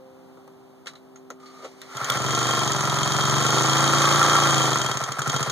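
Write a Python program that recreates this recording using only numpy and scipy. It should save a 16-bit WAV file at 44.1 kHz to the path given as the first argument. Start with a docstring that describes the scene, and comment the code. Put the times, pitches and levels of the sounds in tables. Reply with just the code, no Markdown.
"""A hand clicks at the controls and takes up a starter cord, over a quiet yard and a far machine's hum.
The cord whirrs out and a small four-stroke bicycle engine catches, revs up, nearly stalls with sharp
clacks and catches again. Each cycle puffs gas through the muffler and pipe, knocks the crankcase and
clicks two valves against the finned head, over the clatter of loose parts."""
import sys
import numpy as np
from scipy import signal
from scipy.fft import rfft, irfft, next_fast_len
from scipy.io import wavfile
from scipy.ndimage import uniform_filter1d

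SR = 44100
rng = np.random.default_rng(int(sys.argv[2]) if len(sys.argv) > 2 else 0)


def put_to_file(sound):
    """Save the sound as 16-bit audio at rate SR, in the file named by the first command-line argument."""
    columns = np.atleast_2d(sound).T  # one column per channel
    safe = np.clip(columns, -1, 1)
    whole_steps = np.round(safe * 32767)
    wavfile.write(sys.argv[1], SR, whole_steps.astype(np.int16))


N = 242991
TIME = np.arange(N) / SR
FFT_SIZE = next_fast_len(N + 8192, real=True)
FREQ = np.maximum(np.arange(FFT_SIZE // 2 + 1) * SR / FFT_SIZE, 1)

# engine speed: t/s, four-stroke cycle rate/Hz
SPEED = [(1.9, 22.44), (2.05, 10.06), (2.16, 20.66), (2.41, 25.47), (2.81, 22.22), (3.28, 22.73),
         (3.72, 27.46), (4.32, 29.22), (4.71, 26.1), (5.16, 9.24), (5.35, 15.97), (5.51, 13.52)]
# throttle moves: t/s, opening/0-1
THROTTLE = [(2.16, 0.07), (2.46, 0.32), (2.72, 0.35), (3.28, 0.7), (4.58, 0.83), (4.78, 0.3), (4.92, 0.3),
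            (5.02, 0.34), (5.14, 0.3), (5.29, 0.97), (5.43, .75), (5.51, 0.5)]
# muffler response with hot gas: f/Hz, gain/dB
MUFFLER_EQ = [(30, -51), (58, -24), (72, -47), (88, -9.5), (106, -12.5), (122, -1.5), (139, 2.5),
              (152, -1.5), (174, -22), (205, -12.5), (260, -28), (600, -50)]
# exhaust pipe resonances: f/Hz, width/Hz, gain/dB
PIPE_MODES = [(221.6, 23, 0.5), (249.3, 22, 5), (329, 71, 0.5), (389.5, 9.9, 6.5), (552, 42, -0.5),
              (848, 71, 1)]
# the bare pressure crack of a puff: f/Hz, gain/dB
POP_EQ = [(50, -51), (130, -33), (250, 8.5), (900, -4), (2000, -13), (4500, -18), (12000, -33)]
# piston, crank and gears hitting the crankcase: position/cycles, relative level/dB
KNOCKS = [(.03, 0), (.23, -9), (.37, -2.5), (.76, -9), (.87, -1.5), (.96, -8)]
# crankcase and cover resonances: f/Hz, width/Hz, gain/dB
CASING_MODES = [(784, 7.3, -3), (834, 15, 0.5), (878, 25, 0), (995, 33, -4), (1135, 33, -4.5),
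                (1178, 36, 4), (1252, 38, 0.5), (1331, 84, 7.5), (1371, 22, 7.5), (1548, 9.3, -2.5),
                (1830, 470, -2)]
# broad tone of metal contacts: f/Hz, gain/dB
METAL_EQ = [(150, -58), (420, 7), (1200, 1), (1630, -5.5), (2200, 4), (2700, -4), (3300, -3), (4600, -2),
            (7000, -4.5), (8700, -11), (11000, -15.5), (12000, -18), (15500, -23)]
# light taps of rockers and push rods: position/cycles, level against the exhaust valve/dB
TAPS = [(.1, -7), (.18, -9), (.345, -6), (.48, -9), (.67, -6), (.83, -8), (.92, -10)]
# cylinder head and cooling fin resonances: f/Hz, width/Hz, gain/dB
HEAD_MODES = [(3150, 25, 0), (3222, 36, 11), (3497, 97, -1), (3750, 110, -3), (4230, 70, -6),
              (4440, 130, -8), (6185, 35, -1), (6440, 55, 5), (6530, 40, 2), (6730, 36, 3), (7000, 120, -5)]
# harmonics that sing on a resonance: multiple of the cycle rate, f/Hz, width/Hz, level/dB, roughness/0-1
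SINGING = [(12, 335, 60, -38, .18), (15, 385, 40, -51, .4), (16, 390, 35, -46, .3), (17, 388, 30, -45, .3),
           (28, 764, 16, -40, .35), (28, 808, 22, -37, .35), (31, 890, 30, -41, .4),
           (40, 1152, 44, -32.5, .6), (47, 1360, 30, -36, .7)]
# valve snaps and exhaust spits: t/s, relative rattle level/dB, rattle t60/s, snap/dB, cover ring/dB
CLACKS = [(4.814, -28, .04, -40, -38), (4.862, -30, .03, -42, -29), (4.913, -31, .03, -42, -34),
          (4.972, -25, .035, -32, -36), (5.038, -23, .04, -32, -35), (5.121, -25.5, .03, -34, -38),
          (5.192, -23, .05, -27, -21), (5.22, -28, .035, -41, -29), (5.262, -33, .03, -44, -27),
          (5.277, -23, .045, -29, -31), (5.298, -24, .035, -38, -37), (5.343, -28, .05, -36, -28),
          (5.408, -27, .06, -36, -32), (5.428, -24, .035, -40, -38), (5.498, -23.5, .04, -31, -33)]
# bright rattle of a clack: f/Hz, gain/dB
RATTLE_EQ = [(1000, -27), (3000, -20), (6500, 21), (9000, 5), (12000, -19), (15500, -7)]
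# the snap at the front of a hit: f/Hz, gain/dB
SNAP_EQ = [(300, -25), (1200, -3), (3500, 1), (9000, -3), (15500, -7)]
# hand on the controls, valve clicks and a knock as the engine is cranked, a kick as it catches:
# t/s, relative level/dB, hardness/0-1, snap/dB, t60/s, ring f/Hz, ring gain/dB
TOUCHES = [(0.374, -34.5, 0.03, -64, 0.03, 1240, -15), (0.477, -31.5, 0.2, -53, .045, 746, -10),
           (0.859, -28, 0.46, -58, 0.062, 1220, -15), (0.87, -28.5, 0.72, -52, 0.12, 3930, -12),
           (.935, -33, 0.32, -62, 0.036, 1230, -12.5), (0.954, -38.5, 0.53, -62, 0.12, 3970, -14),
           (1.159, -39, 0.5, -58, 0.1, 6550, -12.5), (1.303, -21.5, 0.22, -41, 0.09, 6500, -22),
           (1.458, -51, 0.86, -64, 0.24, 4360, -2), (1.8165, -32, 0.6, -35, 0.13, 4150, -17),
           (1.969, -30, .5, -33, .04, 6500, -8), (2.049, -27, .45, -33, .04, 6500, -8),
           (2.014, -27, .15, -44, .04, 1380, -6), (2.1005, -11, 0.5, -13.5, 0.035, 3440, -11)]
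# tugs that draw slack cord off the reel: middle t/s, length/s, relative level/dB
TUGS = [(1.42, 0.12, -55), (1.51, 0.16, -55), (1.605, 0.13, -48)]
# the far machine's lasting partials: harmonic number, relative level/dB
HUM_PARTIALS = [(1, -20), (2, 4.5), (3, 6.5), (5, -8.5), (6, -9.5)]
# outdoor ambience: f/Hz, gain/dB
YARD_EQ = [(30, -39), (70, -10.5), (150, 3), (220, 2), (340, -3), (720, 1.5), (1250, -7), (1700, -17),
           (3500, -21.5), (6500, -26), (9000, -29.5), (15500, -31)]

# faders of the engine's parts: dB at cruise and half throttle, dB per doubling of speed,
# dB from shut to open throttle, dB added when racing
BOOM_FADER, BARK_FADER = (-30.5, 7.5, 7.5, -6), (-31, 11, 5.5, -3.5)
KNOCK_FADER, VALVE_FADER = (-25.5, -1.5, 3.5, 6), (-31, 5, 6, -1.4)
CRUISE_HZ, FIRM_FROM_HZ, RACING_FROM_HZ, RACING_HZ = 24.16, 24.6, 25.5, 30  # cycle rates
COOL_THROTTLE, HOT_THROTTLE, COOL_PITCH = 0.295, 0.39, 0.952  # cooler gas rings the muffler lower
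PULL_START_S, PULL_PEAK_S, PULL_END_S = 1.6, 2.16, 2.18
SWELL_DB_PER_S, SWELL_END_S = 97, 2.039  # the engine fades in during the pull
TOUCH_RISE_S, SNAP_RISE_S = 0.00052, 0.0002


def exhaust(cycle, speed, throttle, boom_db, bark_db):
    """Blowdown booms in the muffler; with the piston's push it barks in the pipe, pops and hisses."""
    blowdown = blows(cycle, at=.05, scatter_db=.8, jitter_s=.00006)
    push = blows(cycle, at=.383, scatter_db=1.4, jitter_s=.0001)
    heat = np.interp(throttle, [COOL_THROTTLE, HOT_THROTTLE], [0, 1])
    cool_eq = [(hz * COOL_PITCH, db) for hz, db in MUFFLER_EQ]
    hot = equalise(blowdown * heat, MUFFLER_EQ, size=8192)
    cool = equalise(blowdown * (1 - heat), cool_eq, size=8192)
    boom = unit(band(hot + cool, 162, 140)) * undb(boom_db - 1)
    bark = unit(band(ring(-push - blowdown, PIPE_MODES), 265, 380)) * undb(bark_db - 5)
    pop = -unit(equalise(push + 0.38 * blowdown, POP_EQ)) * undb(bark_db - 9) * firmness(speed) ** 2
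    rush = blows(cycle, at=.345, scatter_db=1.5, jitter_s=.0001)
    hiss = chatter(.6 * blowdown + rush, decay_s=.008, tail_s=.03, tail_db=-11, fresh=.18)
    gas_eq = [(120, -26), (280, -2.5), (520, -8), (820, -4), (1300, -27.5), (5000, -99)]
    gas = unit(equalise(hiss, gas_eq)) * undb(bark_db - 6)
    scattered = unit(equalise(hiss, MUFFLER_EQ)) * undb(boom_db - 12.5)  # boom thrown back by the yard
    return lag_lows(boom) + lag_lows(bark, lag_rad=2.16, corner_hz=306) + pop + spread(gas) + scattered


def casing(cycle, speed, db):
    """Combustion thumps the block; piston, crank and gears knock the crankcase, softly near a stall."""
    hits = pattern(cycle, KNOCKS, scatter_db=1.6, jitter_s=.00006) * firmness(speed) ** 1.5
    knocks = chatter(hits, decay_s=.005, tail_s=.025, tail_db=-11, fresh=.14)
    loose = chatter(clatter(cycle, per_cycle=24), decay_s=.0025, tail_s=.025, tail_db=-9, fresh=1)
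    drive = knocks + undb(-8.5) * loose
    firing = blows(cycle, at=-.11, scatter_db=1.8, jitter_s=.0001) * firmness(speed)
    combustion = chatter(firing, decay_s=.005, tail_s=.02, tail_db=-14, fresh=.15)
    thump = undb(db - 18) * unit(band(band(combustion, 770, 360), 740, 520))
    clank = undb(db - 8) * unit(band(ring(drive, CASING_MODES), 800, 3000))
    contact = undb(db - 10) * unit(equalise(drive, METAL_EQ))
    return thump + clank + contact


def valves(cycle, speed, db):
    """The exhaust valve snaps shut and rings the finned head; inlet and rockers soften at low speed."""
    outlet = blows(cycle, at=.38, scatter_db=1.5, jitter_s=.0001)
    inlet = blows(cycle, at=.7, scatter_db=2, jitter_s=.0002)
    vigour = np.clip(speed / 25, 0, 1) ** 2
    taps = pattern(cycle, TAPS, scatter_db=1.6, jitter_s=.00015)
    loose = chatter(clatter(cycle, per_cycle=20), decay_s=.0013, tail_s=.015, tail_db=-13, fresh=1)
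    loose *= undb(-6 + 1.5 * np.log2(speed / CRUISE_HZ))
    clicks = chatter(outlet + vigour * taps, decay_s=.0037, tail_s=.025, tail_db=-14, fresh=.3) + loose
    seating = chatter(vigour * inlet + undb(-2) * outlet, decay_s=.0024, tail_s=.02, tail_db=-18, fresh=.4)
    tick = undb(db - 8) * unit(band(band(seating, 6450, 730), 6700, 1750))
    fins = undb(db - 4) * unit(ring(clicks, HEAD_MODES))
    contact = undb(db - 5) * unit(band(equalise(clicks, METAL_EQ), 5550, 4300))
    return tick + fins + contact


def singing(cycle, speed):
    """Harmonics swell as they cross a resonance: clear tones in the pipe, rattling ones in the casing."""
    tones = 0
    for multiple, hz, width_hz, db, roughness in SINGING:
        closeness = np.exp(-2 * ((multiple * speed - hz) / width_hz) ** 2)
        gain = closeness * undb(db + 4 * roughness * wander(90))
        tones += gain * np.sin(2 * np.pi * multiple * cycle + roughness * wander(45))
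    return np.sqrt(2) * tones * (TIME > PULL_END_S)


def clacks():
    """Valves snap and the exhaust spits as the slow engine jerks through its cycles; the cover rings."""
    rattle_env = sum(strike(s, db - 5, SNAP_RISE_S, t60) for s, db, t60, _, _ in CLACKS)
    cover_env = sum(strike(s, db, TOUCH_RISE_S, t60=.037) for s, *_, db in CLACKS)
    cover = unit(band(band(noise(), 1365, 73), 1365, 250)) * cover_env
    rattle = unit(equalise(noise(), RATTLE_EQ)) * rattle_env
    return rattle + cover + snaps([(s, db) for s, _, _, db, _ in CLACKS])


def starter_whirr(knock_db, valve_db):
    """The cord whirrs off its reel, loudest at the fastest point of the pull."""
    pull = np.interp(TIME, [PULL_START_S, PULL_PEAK_S, PULL_END_S], [0, 1, 0])
    body = undb(knock_db - 6.5) * unit(ring(noise(), CASING_MODES))
    sizzle = undb(valve_db + 1.5) * unit(equalise(noise(), METAL_EQ))
    return pull * (body + sizzle)


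def touches():
    """Controls tap, the cranked engine clicks, knocks and kicks; harder hits have more tick, less thud."""
    bump = strike(1.651, db=-27.5, rise_s=.016, t60=.13)  # the handle bumps dully as the cord comes taut
    thud_env, clank_env, tick_env = bump, undb(-2.5) * bump, undb(-7.5) * bump
    rings = 0
    for s, db, hardness, _, t60, ring_hz, ring_db in TOUCHES:
        hit = strike(s, db, TOUCH_RISE_S, t60)
        width_hz = .068 * ring_hz
        rings += hit * undb(ring_db) * unit(band(band(noise(), ring_hz, width_hz), ring_hz, 2 * width_hz))
        thud_env = thud_env + hit * undb(-22 * hardness)
        clank_env = clank_env + hit * undb(-5 + 14 * hardness)
        tick_env = tick_env + hit * undb(-25.5 + 37.5 * hardness)
    thud = unit(band(band(noise(), 390, 330), 540, 500)) * thud_env * undb(-10)
    clank = unit(ring(noise(), CASING_MODES)) * clank_env * undb(-18.5)
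    tick_eq = [(300, -16), (900, -7), (2200, 10), (3700, 5), (5500, 3.5), (7000, 3),
               (10000, -10.5), (15500, -26)]
    tick = unit(equalise(noise(), tick_eq)) * tick_env * undb(-8)
    snap = snaps([(s, snap_db) for s, _, _, snap_db, *_ in TOUCHES])
    low_cut = signal.butter(3, 220, "high", fs=SR, output="sos")  # small parts radiate no deep bass
    return signal.sosfilt(low_cut, thud + clank + tick + snap + rings)


def snaps(events):
    """The first bright instant of a hit, for each t/s, level/dB."""
    envelope = sum(strike(s, db, SNAP_RISE_S, t60=.014) for s, db in events)
    return unit(equalise(noise(), SNAP_EQ)) * envelope


def cord(rub_from_s=1.4):
    """The reel squeaks and scrapes at each tug and rubs harder as the spring winds up."""
    tugs = sum(undb(db) * np.cos(np.pi * np.clip((TIME - s) / length, -.5, .5)) for s, length, db in TUGS)
    squeak = unit(band(band(noise(), 1210, 64), 1230, 150)) * tugs * undb(-3.5 + wander(90))
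    rub = unit(equalise(noise(), METAL_EQ)) * undb(-57 + 4 * (TIME - rub_from_s) + 2 * wander(65.3))
    scrape = unit(ring(noise(), CASING_MODES)) * tugs * undb(-13 + 2.6 * wander(68.7))
    return squeak + scrape + rub * (TIME > rub_from_s) * (TIME < SWELL_END_S)


def far_machine():
    """A distant motor hums, slowly sagging in pitch; moving air makes its partials swell and fade."""
    hz = (130.5 - .6 * TIME) * (1 + .00073 * wander(11))
    phase = 2 * np.pi * np.cumsum(hz) / SR
    hum = sum(np.sin(k * phase) * undb(-60 + db + 2.3 * wander(4.5)) for k, db in HUM_PARTIALS)
    fourth_db = np.maximum(-48.5 - 35 * TIME, -67.5)  # this partial soon fades to a faint trace
    return np.sqrt(2) * (hum + np.sin(4 * phase) * undb(fourth_db))


def yard():
    """A bed of soft town noise from all sides, with three wavering drones in it."""
    air = unit(equalise(noise(), YARD_EQ)) * undb(-54.5 + 1.1 * wander(4.36))
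    drones = unit(ring(noise(), [(157.2, 3, -6.5), (319, 8.3, -9), (723, 4.4, -10.5)])) * undb(-61.5)
    return air + drones


def fader_db(fader, speed, throttle):
    """Level of an engine part: it rides speed and throttle, shifts when racing and swells in at first."""
    cruise_db, doubling_db, throttle_db, racing_db = fader
    running_db = cruise_db + doubling_db * np.log2(speed / CRUISE_HZ) + throttle_db * (throttle - .5)
    racing = np.interp(speed, [RACING_FROM_HZ, RACING_HZ], [0, 1])
    swell_db = SWELL_DB_PER_S * np.minimum(TIME - SWELL_END_S, 0)
    return running_db + racing_db * racing + swell_db


def firmness(speed):
    """How hard the firings strike, 0-1: a slow engine hits softly."""
    return np.clip(speed / FIRM_FROM_HZ, 0, 1)


def blows(cycle, at, scatter_db, jitter_s):
    """One impulse a cycle, at position `at`; slow cycles carry the same power in fewer blows."""
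    turns = np.arange(1, int(cycle[-1]) + 1) + at
    turns = turns[turns < cycle[-1]]
    timing, strength = rng.standard_normal((len(turns), 2)).T
    where = np.clip(np.searchsorted(cycle, turns) + (jitter_s * SR * timing).astype(int), 0, N - 1)
    rate_hz = np.maximum(np.gradient(cycle)[where] * SR, 1)
    impulses = np.zeros(N)
    impulses[where] = undb(scatter_db * strength) / np.sqrt(rate_hz)
    return impulses


def pattern(cycle, table, scatter_db, jitter_s):
    """A rhythm of blows, cycle after cycle."""
    return sum(undb(db) * blows(cycle, at, scatter_db, jitter_s) for at, db in table)


def clatter(cycle, per_cycle, scatter_db=3):
    """Loose parts knock at random, more often as the engine turns faster."""
    hits = rng.random(N) < per_cycle * np.gradient(cycle)
    return hits * undb(scatter_db * np.clip(rng.standard_normal(N), -2, 2))


def chatter(impulses, decay_s, tail_s, tail_db, fresh):
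    """Each blow becomes a buzz with a tail; the share `fresh` of its power is new, the rest repeats."""
    t = TIME[:SR // 8]
    power = np.exp(-2 * t / decay_s) + undb(2 * tail_db) * np.exp(-2 * t / tail_s)
    buzz = noise()[:, :len(t)] * np.sqrt(power)
    repeated = signal.fftconvolve(impulses[None], buzz, axes=1)[:, :N]
    new = noise() * np.sqrt(np.abs(signal.fftconvolve(impulses ** 2, power)[:N]))
    return np.sqrt(1 - fresh) * unit(repeated) + np.sqrt(fresh) * unit(new)


def strike(s, db, rise_s, t60):
    """Envelope of one contact: a quick rise to its peak at s, then 60 dB down in t60 seconds."""
    age = TIME - s
    return undb(db - 60 * np.maximum(age, 0) / t60) * np.exp(np.minimum(age, 0) / rise_s)


def ring(x, modes):
    """A body of several resonances: f/Hz, width/Hz, gain/dB."""
    return sum(undb(db) * band(x, hz, width) for hz, width, db in modes)


def band(x, hz, width_hz):
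    """One resonance, gain 1 at its centre."""
    return signal.lfilter(*signal.iirpeak(hz, hz / width_hz, fs=SR), x + 1e-18)


def equalise(x, points, size=2048):
    """Minimum-phase EQ through points of f/Hz, gain/dB; nothing rings ahead of an attack."""
    hz, db = np.transpose(points)
    grid = np.maximum(np.arange(size // 2 + 1) * SR / size, 1)
    cepstrum = irfft(np.log(undb(np.interp(np.log(grid), np.log(hz), db))))
    cepstrum[1:size // 2] *= 2
    cepstrum[size // 2 + 1:] = 0
    response = irfft(np.exp(rfft(cepstrum)))
    return signal.fftconvolve(np.atleast_2d(x), response[None], axes=1)[:, :N]


def spread(pair, alike_hz=1100):
    """Left and right share most of the lows; the highs differ and are weaker on the left."""
    direct, other = rfft(pair, FFT_SIZE)
    alike = 1 / np.sqrt(1 + (FREQ / alike_hz) ** 4)
    left = alike * (direct + undb(-9) * other) + np.sqrt(1 - alike ** 2) * undb(-6) * other
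    return irfft(np.array([left, direct]), FFT_SIZE)[:, :N]


def lag_lows(x, lag_rad=1.0, corner_hz=340):
    """Low sound wraps round the frame and reaches the right side later than the left."""
    lag = lag_rad / (1 + (FREQ / corner_hz) ** 4)
    turn = np.exp([.5j * lag, -.5j * lag])
    return irfft(rfft(x, FFT_SIZE) * turn, FFT_SIZE)[:, :N]


def wander(rate_hz):
    """A smooth random drift with a spread near 1."""
    hold = int(SR / rate_hz)
    steps = np.repeat(rng.standard_normal(N // hold + 1), hold)
    return 1.3 * uniform_filter1d(uniform_filter1d(steps, hold), hold)[:N]


def noise():
    """Two unrelated white noises."""
    return rng.standard_normal((2, N))


def undb(db):
    """Decibels to gain."""
    return 10 ** (np.asarray(db) / 20)


def unit(x):
    """Scale to rms 1."""
    return x / np.sqrt(np.mean(x ** 2))


def scene():
    """Speed and throttle play the engine from the pull on, with handling in front and the yard behind."""
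    speed = np.interp(TIME, *np.transpose(SPEED))
    throttle = np.interp(TIME, *np.transpose(THROTTLE))
    cycle = np.cumsum(speed * (TIME > SPEED[0][0])) / SR  # cycles turned so far
    faders = BOOM_FADER, BARK_FADER, KNOCK_FADER, VALVE_FADER
    boom_db, bark_db, knock_db, valve_db = (fader_db(fader, speed, throttle) for fader in faders)
    whirr = starter_whirr(knock_db, valve_db)
    mechanics = casing(cycle, speed, knock_db) + valves(cycle, speed, valve_db) + clacks()
    metal = mechanics + whirr + touches() + cord()
    voice = exhaust(cycle, speed, throttle, boom_db, bark_db) + lag_lows(singing(cycle, speed))
    background = yard() + lag_lows(far_machine(), lag_rad=1.07, corner_hz=700)
    return voice + spread(metal) + background


def record(dry, cross_delay_s=17 / SR, ceiling=.95, top_hz=15650):
    """Above the bass each side subtracts the other, delayed, for width; then soft clip and high cut."""
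    spectrum = rfft(dry, FFT_SIZE)
    crossfeed = np.clip((FREQ - 600) / 700, 0, 1) * np.exp(-2j * np.pi * FREQ * cross_delay_s)
    wide = irfft(spectrum - crossfeed * spectrum[::-1], FFT_SIZE)[:, :N]
    rounded = ceiling * np.tanh(wide / ceiling)
    return signal.sosfilt(signal.ellip(10, .2, 80, top_hz, fs=SR, output="sos"), rounded)


dry = scene()
out = record(dry)
put_to_file(out)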